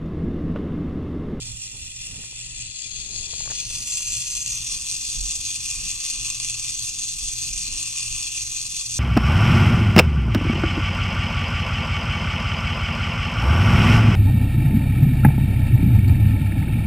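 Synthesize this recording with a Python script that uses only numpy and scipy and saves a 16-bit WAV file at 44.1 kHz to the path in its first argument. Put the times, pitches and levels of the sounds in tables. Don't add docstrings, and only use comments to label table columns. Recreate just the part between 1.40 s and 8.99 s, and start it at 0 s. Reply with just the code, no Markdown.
import sys
import numpy as np
from scipy import signal
from scipy.fft import rfft, irfft, next_fast_len
from scipy.io import wavfile
from scipy.ndimage import uniform_filter1d

SR = 44100
rng = np.random.default_rng(int(sys.argv[2]) if len(sys.argv) > 2 else 0)


def store_pcm(level_fs):
    pcm = np.round(np.clip(level_fs, -1, 1) * 32767).astype(np.int16)
    wavfile.write(sys.argv[1], SR, np.atleast_2d(pcm).T)


N = 334719


def from_db(db):
    return 10 ** (np.asarray(db) / 20)


def rms_one(x):
    return x / np.sqrt(np.mean(x ** 2) + 1e-20)


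def in_time(rows):
    s, *columns = np.transpose(rows)
    return [np.interp(np.arange(N) / SR, s, c) for c in columns]


def resonate(x, hz, width_hz):
    r = np.exp(-np.pi * width_hz / SR)
    return signal.lfilter([1 - r], [1, -r * np.exp(2j * np.pi * hz / SR)], x)


# frequency in Hz, likeness of the two ports 0-1, left over right in dB.
PORT_IMAGE = [(30, 0.99, -7), (125, 0.95, -4), (300, 0.85, -6.5), (590, 0.68, -5.5), (1500, 1, -12.5)]


def air_noise(spectrum):
    size = next_fast_len(N)
    log_hz = np.log(np.maximum(np.arange(size // 2 + 1) * SR / size, 1))
    hz, level_db = np.transpose(spectrum)
    port_hz, alike, pan_db = np.transpose(PORT_IMAGE)
    alike = np.interp(log_hz, np.log(port_hz), np.clip(alike, 0, 1))
    left_right = np.array([[1], [-1]])
    pan = from_db(np.interp(log_hz, np.log(port_hz), pan_db) / 2 * left_right)
    mid, side = rfft(rng.standard_normal((2, size)))
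    both = pan * (np.sqrt(1 + alike) * mid + np.sqrt(1 - alike) * side * left_right)
    colour = from_db(np.interp(log_hz, np.log(hz), level_db, left=-90, right=-90))
    out = irfft(both * colour, size)[:, :N]
    return out / np.sqrt(np.mean(out.mean(axis=0) ** 2))


# middle in seconds, then rumble, low air and
# middle air in dB, added in power to the floor.
AIR_SWELLS = [(.08, -50, -43, -59), (.42, -45, -46, -70), (.74, -59, -45.5, -57.5), (1.25, -60, -46.5, -77),
              (1.75, -42.5, -45.5, -57), (2.09, -64, -69, -55), (2.33, -43, -52, -62),
              (2.72, -43, -47.5, -78), (3.21, -43.5, -70, -76), (3.81, -32.5, -46.5, -58),
              (4.42, -43, -45.5, -59), (4.87, -43.5, -46.5, -75), (5.06, -54, -49.5, -84),
              (5.35, -47.5, -64, -85), (5.82, -38, -53, -79), (6.1, -43, -44, -59.5),
              (6.36, -40, -60, -55.5), (6.75, -46.5, -47.5, -72), (7.08, -45, -55, -66),
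              (7.58, -49, -45, -76)]
SWELL_WIDTH_S = 0.065
RUMBLE_DB, LOW_AIR_DB, MIDDLE_AIR_DB = -48.5, -51, -61.5
SHARED_WAVER_DB, OWN_WAVER_DB, WAVER_PER_S = 1.5, 1.8, 4.7


def air_levels():
    step = 100
    s, *tops_db = np.transpose(AIR_SWELLS)
    t = np.arange(0, N + step, step) / SR
    bells = np.exp(-((t - s[:, None]) / SWELL_WIDTH_S) ** 2)
    r = np.exp(-2 * np.pi * step * WAVER_PER_S / SR)
    drift = signal.lfilter([1], [1, -2 * r, r * r], rng.standard_normal((4, len(t) + 500)))
    waver = rms_one(drift[:, 500:])
    floors_db = np.c_[[RUMBLE_DB, LOW_AIR_DB, MIDDLE_AIR_DB]]
    floors = from_db(floors_db + SHARED_WAVER_DB * waver[0] + OWN_WAVER_DB * waver[1:])
    gains = np.sqrt(floors ** 2 + from_db(tops_db) ** 2 @ bells)
    return [np.interp(np.arange(N) / SR, t, gain) for gain in gains]


# frequency in Hz, relative density in dB per Hz.
AIR_COLOUR = [(41, -11), (70, -1.5), (90, -8.5), (106, -2.5), (118, 4.5), (132, -5), (146, -16),
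              (163, -5.5), (180, -12.5), (200, -18.5), (255, -14), (290, -18.5), (376, -28.5), (415, -24.5),
              (469, -26), (648, -33), (732, -33.5), (1000, -36.5)]
# frequency in Hz, relative density in dB per Hz.
AIR_TOP_COLOUR = [(1300, -36.5), (2500, -45), (6000, -40)]
# frequency in Hz, relative density in dB per Hz.
DEEP_COLOUR = [(8, -37), (14, -13), (27, 2.5), (34, -13), (47, 0), (60, -20.5), (75, -11.5), (95, -40)]


def room_air():
    rumble_gain, low_gain, middle_gain = air_levels()
    air = air_noise(AIR_COLOUR + AIR_TOP_COLOUR)
    low = signal.sosfiltfilt(signal.butter(2, 210, fs=SR, output="sos"), air)
    rumble = rumble_gain * air_noise(DEEP_COLOUR)
    return low_gain * rms_one(low) + middle_gain * rms_one(air - low) + rumble


# middle in seconds, half length in seconds,
# level in dB before the housing rings.
FINGER_RUBS = [(0.095, 0.049, -71.5), (0.354, 0.028, -69.5), (0.794, 0.066, -70.5), (1.773, 0.16, -69.5),
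               (2.043, 0.24, -68.5), (3.962, 0.046, -70)]
RUB_CUT_HZ = 470


def rubbing():
    t = np.arange(N) / SR
    gain = sum(from_db(level_db) * np.exp(-((t - s) / half_s) ** 2) for s, half_s, level_db in FINGER_RUBS)
    return gain * signal.sosfilt(signal.butter(2, RUB_CUT_HZ, fs=SR, output="sos"), rng.standard_normal(N))


# start in seconds, strike level in dB, thump over the strike in dB,
# dullness in dB per octave (positive favours the lower modes).
GRIP_CREAKS = [(.355, -52, -8, 10), (.742, -52, -4, 8), (.79, -50, -4, 13), (0.838, -40, -5, -4),
               (.925, -50, -5, 7), (1.933, -33.5, 0, 1), (2.0045, -32.5, -14, -1), (2.058, -36, -14, -6),
               (2.0744, -30, -2, -3), (2.1003, -30.5, -8, -2), (2.107, -32, -15, -2),
               (2.1155, -31, -19, -1.5), (2.1204, -40, -4, -7), (2.307, -41.5, 13, 0),
               (2.392, -53, -10, -4), (2.604, -44, -3, -3), (3.916, -52, -7, -3)]
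# frequency in Hz, t60 in seconds, left in dB, right in dB,
# right polarity as a sign, lag in seconds.
HOUSING_MODES = [(455, 0.017, -2.5, -19, -1, 0.00093), (680, 0.016, -4.5, -12, -1, 0.0031),
                 (930, 0.012, -8, 1.5, 1, 0.002), (1135, 0.013, -1, -9, 1, 0.0017),
                 (1800, 0.0059, -5, -3.5, 1, 0)]
THUMP_HZ, THUMP_T60_S = 91, 0.032


def grip():
    s, strike_db, thump_db, dull_db = np.transpose(GRIP_CREAKS)
    out, rub = np.zeros((2, N)), rubbing()
    modes = HOUSING_MODES + [(THUMP_HZ, THUMP_T60_S, 0, 0, 1, 0)]
    for hz, t60_s, left_db, right_db, polarity, lag_s in modes:
        clicks = np.full(N, 1e-18)
        colour_db = dull_db * np.log2(900 / hz) + rng.normal(0, 2.5, len(s))
        at = np.round((s + abs(lag_s)) * SR).astype(int)
        if hz == THUMP_HZ:
            clicks[at] = from_db(strike_db + thump_db)
        else:
            clicks[at] = -from_db(strike_db + colour_db)
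        r, w = from_db(-60 / (t60_s * SR)), 2 * np.pi * hz / SR
        ringing = signal.lfilter([0, np.sin(w)], [1, -2 * r * np.cos(w), r * r], clicks + rub)
        out += ringing * from_db([[left_db], [right_db]]) * [[1], [np.sign(polarity)]]
    return out


# start in seconds, length in seconds.
LABOURED_SPELLS = [(.28, .17), (.8, .87), (2.18, .42), (2.78, .32), (4.07, .53), (5.22, .1), (6.55, .24)]
FREE_TEETH_PER_S, LABOURED_TEETH_PER_S, FIRST_TOOTH = 244, 240, 0.15


def teeth_meshed():
    start_s, length_s = np.transpose(LABOURED_SPELLS)
    s = np.sort(np.r_[0, start_s, start_s + length_s, N / SR])
    slow_s = np.clip(s[:, None] - start_s, 0, length_s).sum(axis=1)
    return s, FIRST_TOOTH + FREE_TEETH_PER_S * (s - slow_s) + LABOURED_TEETH_PER_S * slow_s


# one tooth in turn, in dB before the hardest level off.
PINION_HARDNESS = [-0.5, 1, 0.5, 1.5, -1, 3.5, 5, 3, 2, -0.5, -0.5, -0.5]
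# delay in seconds, scatter of the delay in seconds,
# level in dB.
BLOW_AND_REBOUNDS = [(0, .00027, 0), (.0011, .0003, -1.5), (.0022, .0004, -11)]
# time in seconds, aimed peak in dB.
JAMMED_TEETH = [(2.1545, -9), (2.5212, -10), (2.7214, -9), (2.7762, -10), (2.9017, -12), (2.9517, -7),
                (3.0615, -8), (3.1216, -8.5), (3.1712, -11), (3.2695, -9.5), (3.5135, -8), (4.1054, -8.5),
                (4.9016, -5), (5, -6.5), (5.0473, -6.5), (5.0982, -7), (6.4279, -8.5), (6.6245, -11.5),
                (6.776, -13), (6.8248, -11)]
# time in seconds, level in dB.
WHIRR_LEVEL = [(0, -33.5), (.8, -34), (1.15, -31.5), (1.7, -28.5), (2.2, -26.5), (2.75, -27), (3.4, -28.5),
               (4.7, -28), (5.5, -28.5), (7.59, -28.5)]
WHEEL_TEETH, WHEEL_TIGHTEST, WHEEL_DB = 47, 12, 2
RENUMBER_S, RENUMBER_TEETH = 2.38, 7
HARDEST_DB = 5
TOOTH_CREST_DB = 13.5
BEFORE_JAM_DB = -3.5


def tooth_contacts(spread_db, wander_db):
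    s, meshed = teeth_meshed()
    teeth = np.arange(np.ceil(meshed[0]), np.floor(meshed[-1]))
    start_s = np.interp(teeth - .2, meshed, s)
    index = (teeth + RENUMBER_TEETH * (start_s > RENUMBER_S)).astype(int)
    wheel_db = WHEEL_DB * np.cos(2 * np.pi * (index - WHEEL_TIGHTEST) / WHEEL_TEETH)
    delay_s, jitter_s, step_db = np.transpose(BLOW_AND_REBOUNDS)
    chance = np.clip(rng.standard_normal((len(teeth), 3, len(BLOW_AND_REBOUNDS))), -1.6, 1.6)
    wander = rms_one(signal.lfilter([1], [1, -.8], chance[:, 2, 0]))
    hard_db = np.array(PINION_HARDNESS)[index % len(PINION_HARDNESS)] + wheel_db + wander_db * wander
    hard_db = np.minimum(hard_db, HARDEST_DB * np.tanh(hard_db / HARDEST_DB))

    jolt_s, jolt_db = np.transpose(JAMMED_TEETH)
    jammed = np.abs(start_s[:, None] - jolt_s).argmin(axis=0)
    start_s[jammed] = jolt_s
    hard_db[jammed] = jolt_db - TOOTH_CREST_DB - np.interp(jolt_s, *np.transpose(WHIRR_LEVEL))
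    hard_db[jammed - 1] += BEFORE_JAM_DB
    chance[jammed, :2, 0] = 0

    at = (start_s[:, None] + delay_s + jitter_s * chance[:, 0]) * SR
    size_db = hard_db[:, None] + step_db + spread_db * chance[:, 1]
    return np.clip(at, 0, N - 1).astype(int), from_db(size_db)


def in_step(x, reply):
    spectrum = rfft(reply) + 1e-9
    cepstrum, half = irfft(np.log(np.abs(spectrum))), len(reply) // 2
    cepstrum[1:half] *= 2
    cepstrum[half + 1:] = 0
    early_phase = rfft(cepstrum).imag
    turn = np.roll(irfft(np.exp(1j * (early_phase - np.angle(spectrum)))), half)
    return signal.fftconvolve(x, turn[None], axes=1)[:, half:half + N]


# middle in seconds, half length in seconds,
# frequency at the middle in Hz, glide in Hz per second, width in Hz, depth 0-1.
PASSING_DIPS = [(1.5, 0.52, 5360, -150, 300, .75), (1.74, 0.43, 8200, 300, 240, .65),
                (2.34, 0.13, 7400, 4, 1000, 0.77), (1.2, 0.75, 7600, 0, 180, 0.13)]


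def passing_dips(x):
    t = np.arange(N) / SR
    for s, half_s, hz, glide, width_hz, depth in PASSING_DIPS:
        carrier = np.exp(2j * np.pi * (hz * t + glide * (t - s) ** 2 / 2))
        band = 2 * (resonate(x / carrier, 0, width_hz) * carrier).real
        fade = np.exp(-((t - s) / half_s) ** 4)
        x = x - np.clip(depth, 0, 1) * fade * band
    return x


# frequency in Hz, width in Hz of the first resonance pass.
CASE_MODES = [(1125, 115), (2070, 310), (2430, 120), (2710, 230), (3450, 300), (3720, 450), (4300, 540),
              (4970, 570), (5840, 410), (6310, 260), (6650, 330), (7280, 420), (7850, 620), (8700, 710),
              (9220, 370), (9570, 660), (10360, 700), (11720, 600), (12320, 890), (13480, 780)]
# left in dB, right in dB, right lead in radians.
FAR_MODES = [(-31, -36, 1), (-18.5, -21, -1.6), (-5.5, -12.5, 1), (-4.5, -14, -1.5), (-3, -14.5, 2.5),
             (-13.5, -30, 3.5), (-7, -31, 2), (-12, -7.5, -2.5), (-6.5, -6, -2.5), (-17, -5, 2),
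             (-2.5, -17, -0.5), (-3.5, 2.5, 4), (-22, -0.5, 2.5), (-17, -8.5, -0.0), (-10.5, -15, -2),
             (-22, -10.5, 1.1), (-34, -41, -1), (-49, -34, -0.9), (-39, -26, -1.5), (-54, -37, 0.5)]
# left in dB, right in dB, right lead in radians.
SWINGING_MODES = [(-37, -32.5, 3.7), (-20.5, -28, -2), (-4, -14, 1.5), (-6.5, -19.5, -2), (-5, -22, 7.5),
                  (-14.5, -33, 4), (-4, -15, 1.3), (-6, -11.5, 4.5), (-24, -11, -2.5), (-4, -9, 3.5),
                  (1.5, -9, -3.5), (-3.5, -29, 2), (-23, -7, -0.5), (-13, -22, 2), (-14.5, -21, 0.5),
                  (-23, -36, -2), (-59, -23.5, 1.5), (-40, -36, 4), (-59, -72, -3.5), (-65, -67, -2)]
# left in dB, right in dB, right lead in radians.
ARRIVING_MODES = [(-29.5, -30.5, 1), (-28, -27.5, 0.5), (-9, -11.5, -0.7), (-6, -15, -1), (-6.5, -19, 1.1),
                  (-22, -27, -0.5), (-5.5, -14, 1.5), (-4.5, -22, 2.8), (-15, -2.5, 0.88), (1, -3.5, 0.5),
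                  (-2, -1.5, 1.44), (1, 0, -1.5), (-9.5, -33, 2.5), (-13.5, -8.5, 1.5), (-7, -12.5, 2),
                  (-21, -11, 3.6), (-13.5, -27, 4), (-23, -20, 1.3), (-27, -32, 0.5), (-34.5, -30, 4)]
# left in dB, right in dB, right lead in radians.
NEAR_MODES = [(-26, -27, 0.58), (-27.5, -24.5, -0.5), (-7, -12, -0.6), (-4.5, -15.5, 0.5),
              (-5.5, -16.5, 0.8), (-13.5, -22.5, 0), (-3.5, -16.5, 3), (-4.5, -14, -1), (-8, -2.5, -1),
              (0, 0, -1.67), (-4.5, -4.5, -0.5), (0, -1.5, -2), (-10, -12, -1.56), (-12.5, -7.5, 0),
              (-36, -12, -3.5), (-14.5, -25, 1.8), (-21, -21.5, -1), (-23.5, -23.5, 0.24), (-27, -26.5, -3),
              (-27.5, -34, 3)]
# time in seconds, place (0 far, 1 swinging, 2 arriving, 3 near).
MICROPHONE_PATH = [(0, 0), (.8, .05), (1.1, .35), (1.45, 1), (1.8, 1.05), (2.1, 1.45), (2.35, 2), (3.0, 2),
                   (3.3, 3), (7.6, 3)]
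# frequency in Hz, width in Hz, left depth 0-1, right depth 0-1.
CASE_NOTCHES = [(2293, 185, 0.63, 0.47), (2540, 33, 0.57, 0.8), (3000, 91, 0, 0.5), (4810, 223, 0.76, 0.37),
                (6696, 114, 0.73, 0.03), (7100, 175, 0.18, 0), (11080, 280, 0.4, 0.74)]
HOLLOW_HZ, HOLLOW_WIDTH_HZ, HOLLOW_DEPTH = 1620, 230, 0.7
ARCH_PERIOD_S, ARCH_START_S, ARCH_FOOT_DB, ARCH_DB = 1.927, 1.805, -3.5, 5.5
LOWEST_PATCHY_SHARE = 1.6


def gears(grind_db, own_grind_db, colour_db, patchy_db, skirt, lowest_db):
    at, sizes = tooth_contacts(spread_db=2.0, wander_db=0.84)
    level_db, = in_time(WHIRR_LEVEL)
    place, = in_time(MICROPHONE_PATH)
    slow_turns = (np.arange(N) / SR - ARCH_START_S) / ARCH_PERIOD_S
    arch_db = ARCH_FOOT_DB + ARCH_DB * np.abs(np.sin(np.pi * slow_turns))
    places = np.array([FAR_MODES, SWINGING_MODES, ARRIVING_MODES, NEAR_MODES])
    grind = from_db(grind_db) * rng.standard_normal((2, N))
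    own_grind = from_db(own_grind_db) * rng.standard_normal((2, 2, N))
    out, replies, click = np.zeros((2, N)), 0, signal.unit_impulse(4096)

    for k, (hz, width_hz) in enumerate(CASE_MODES):
        lowest, sign = k == 0, (-1) ** k

        def ring(x):
            return resonate(resonate(x, hz, width_hz), hz, skirt * width_hz)

        fast, slow = rng.uniform(-1.7, 1.7, (2, len(at)))
        patches = rms_one(uniform_filter1d(slow, size=15))
        if lowest:
            patches = patches * LOWEST_PATCHY_SHARE
        blows = grind[k % 2].copy()
        np.add.at(blows, at, sizes * from_db(colour_db * fast + patchy_db * patches)[:, None])
        ringing = ring(blows + own_grind[k % 2])

        ports = from_db(places[:, k, 0]).astype(complex)
        ports[0] += from_db(places[0, k, 1]) * np.exp(1j * places[0, k, 2])
        replies = replies + sign * (ports[:, None] * ring(click)).real

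        columns = places[:, k, 0], places[:, k, 1], np.unwrap(places[:, k, 2])
        left_db, right_db, lead = (np.interp(place, np.arange(len(places)), c) for c in columns)
        lift_db = arch_db * (hz < 3000) + lowest_db * lowest
        out[0] += sign * from_db(left_db + lift_db) * ringing[0].real
        out[1] += sign * from_db(right_db + lift_db) * (ringing[1] * np.exp(1j * lead)).real

    nearest = np.round(place)
    out = sum((nearest == p) * in_step(out, reply) for p, reply in enumerate(replies))
    out -= HOLLOW_DEPTH * 2 * resonate(out, HOLLOW_HZ, HOLLOW_WIDTH_HZ).real
    for hz, width_hz, *depth in CASE_NOTCHES:
        out -= np.c_[depth] * 2 * resonate(out, hz, width_hz).real
    return from_db(level_db) * rms_one(passing_dips(out))


def scene():
    whirr = gears(grind_db=-29.0, own_grind_db=-28.0, colour_db=2.21, patchy_db=1.26, skirt=2.61, lowest_db=3.5)
    return room_air() + grip() + whirr


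def record(dry):
    return signal.sosfilt(signal.cheby2(12, 70, 15700, fs=SR, output="sos"), dry)


dry = scene()
out = record(dry)
store_pcm(out)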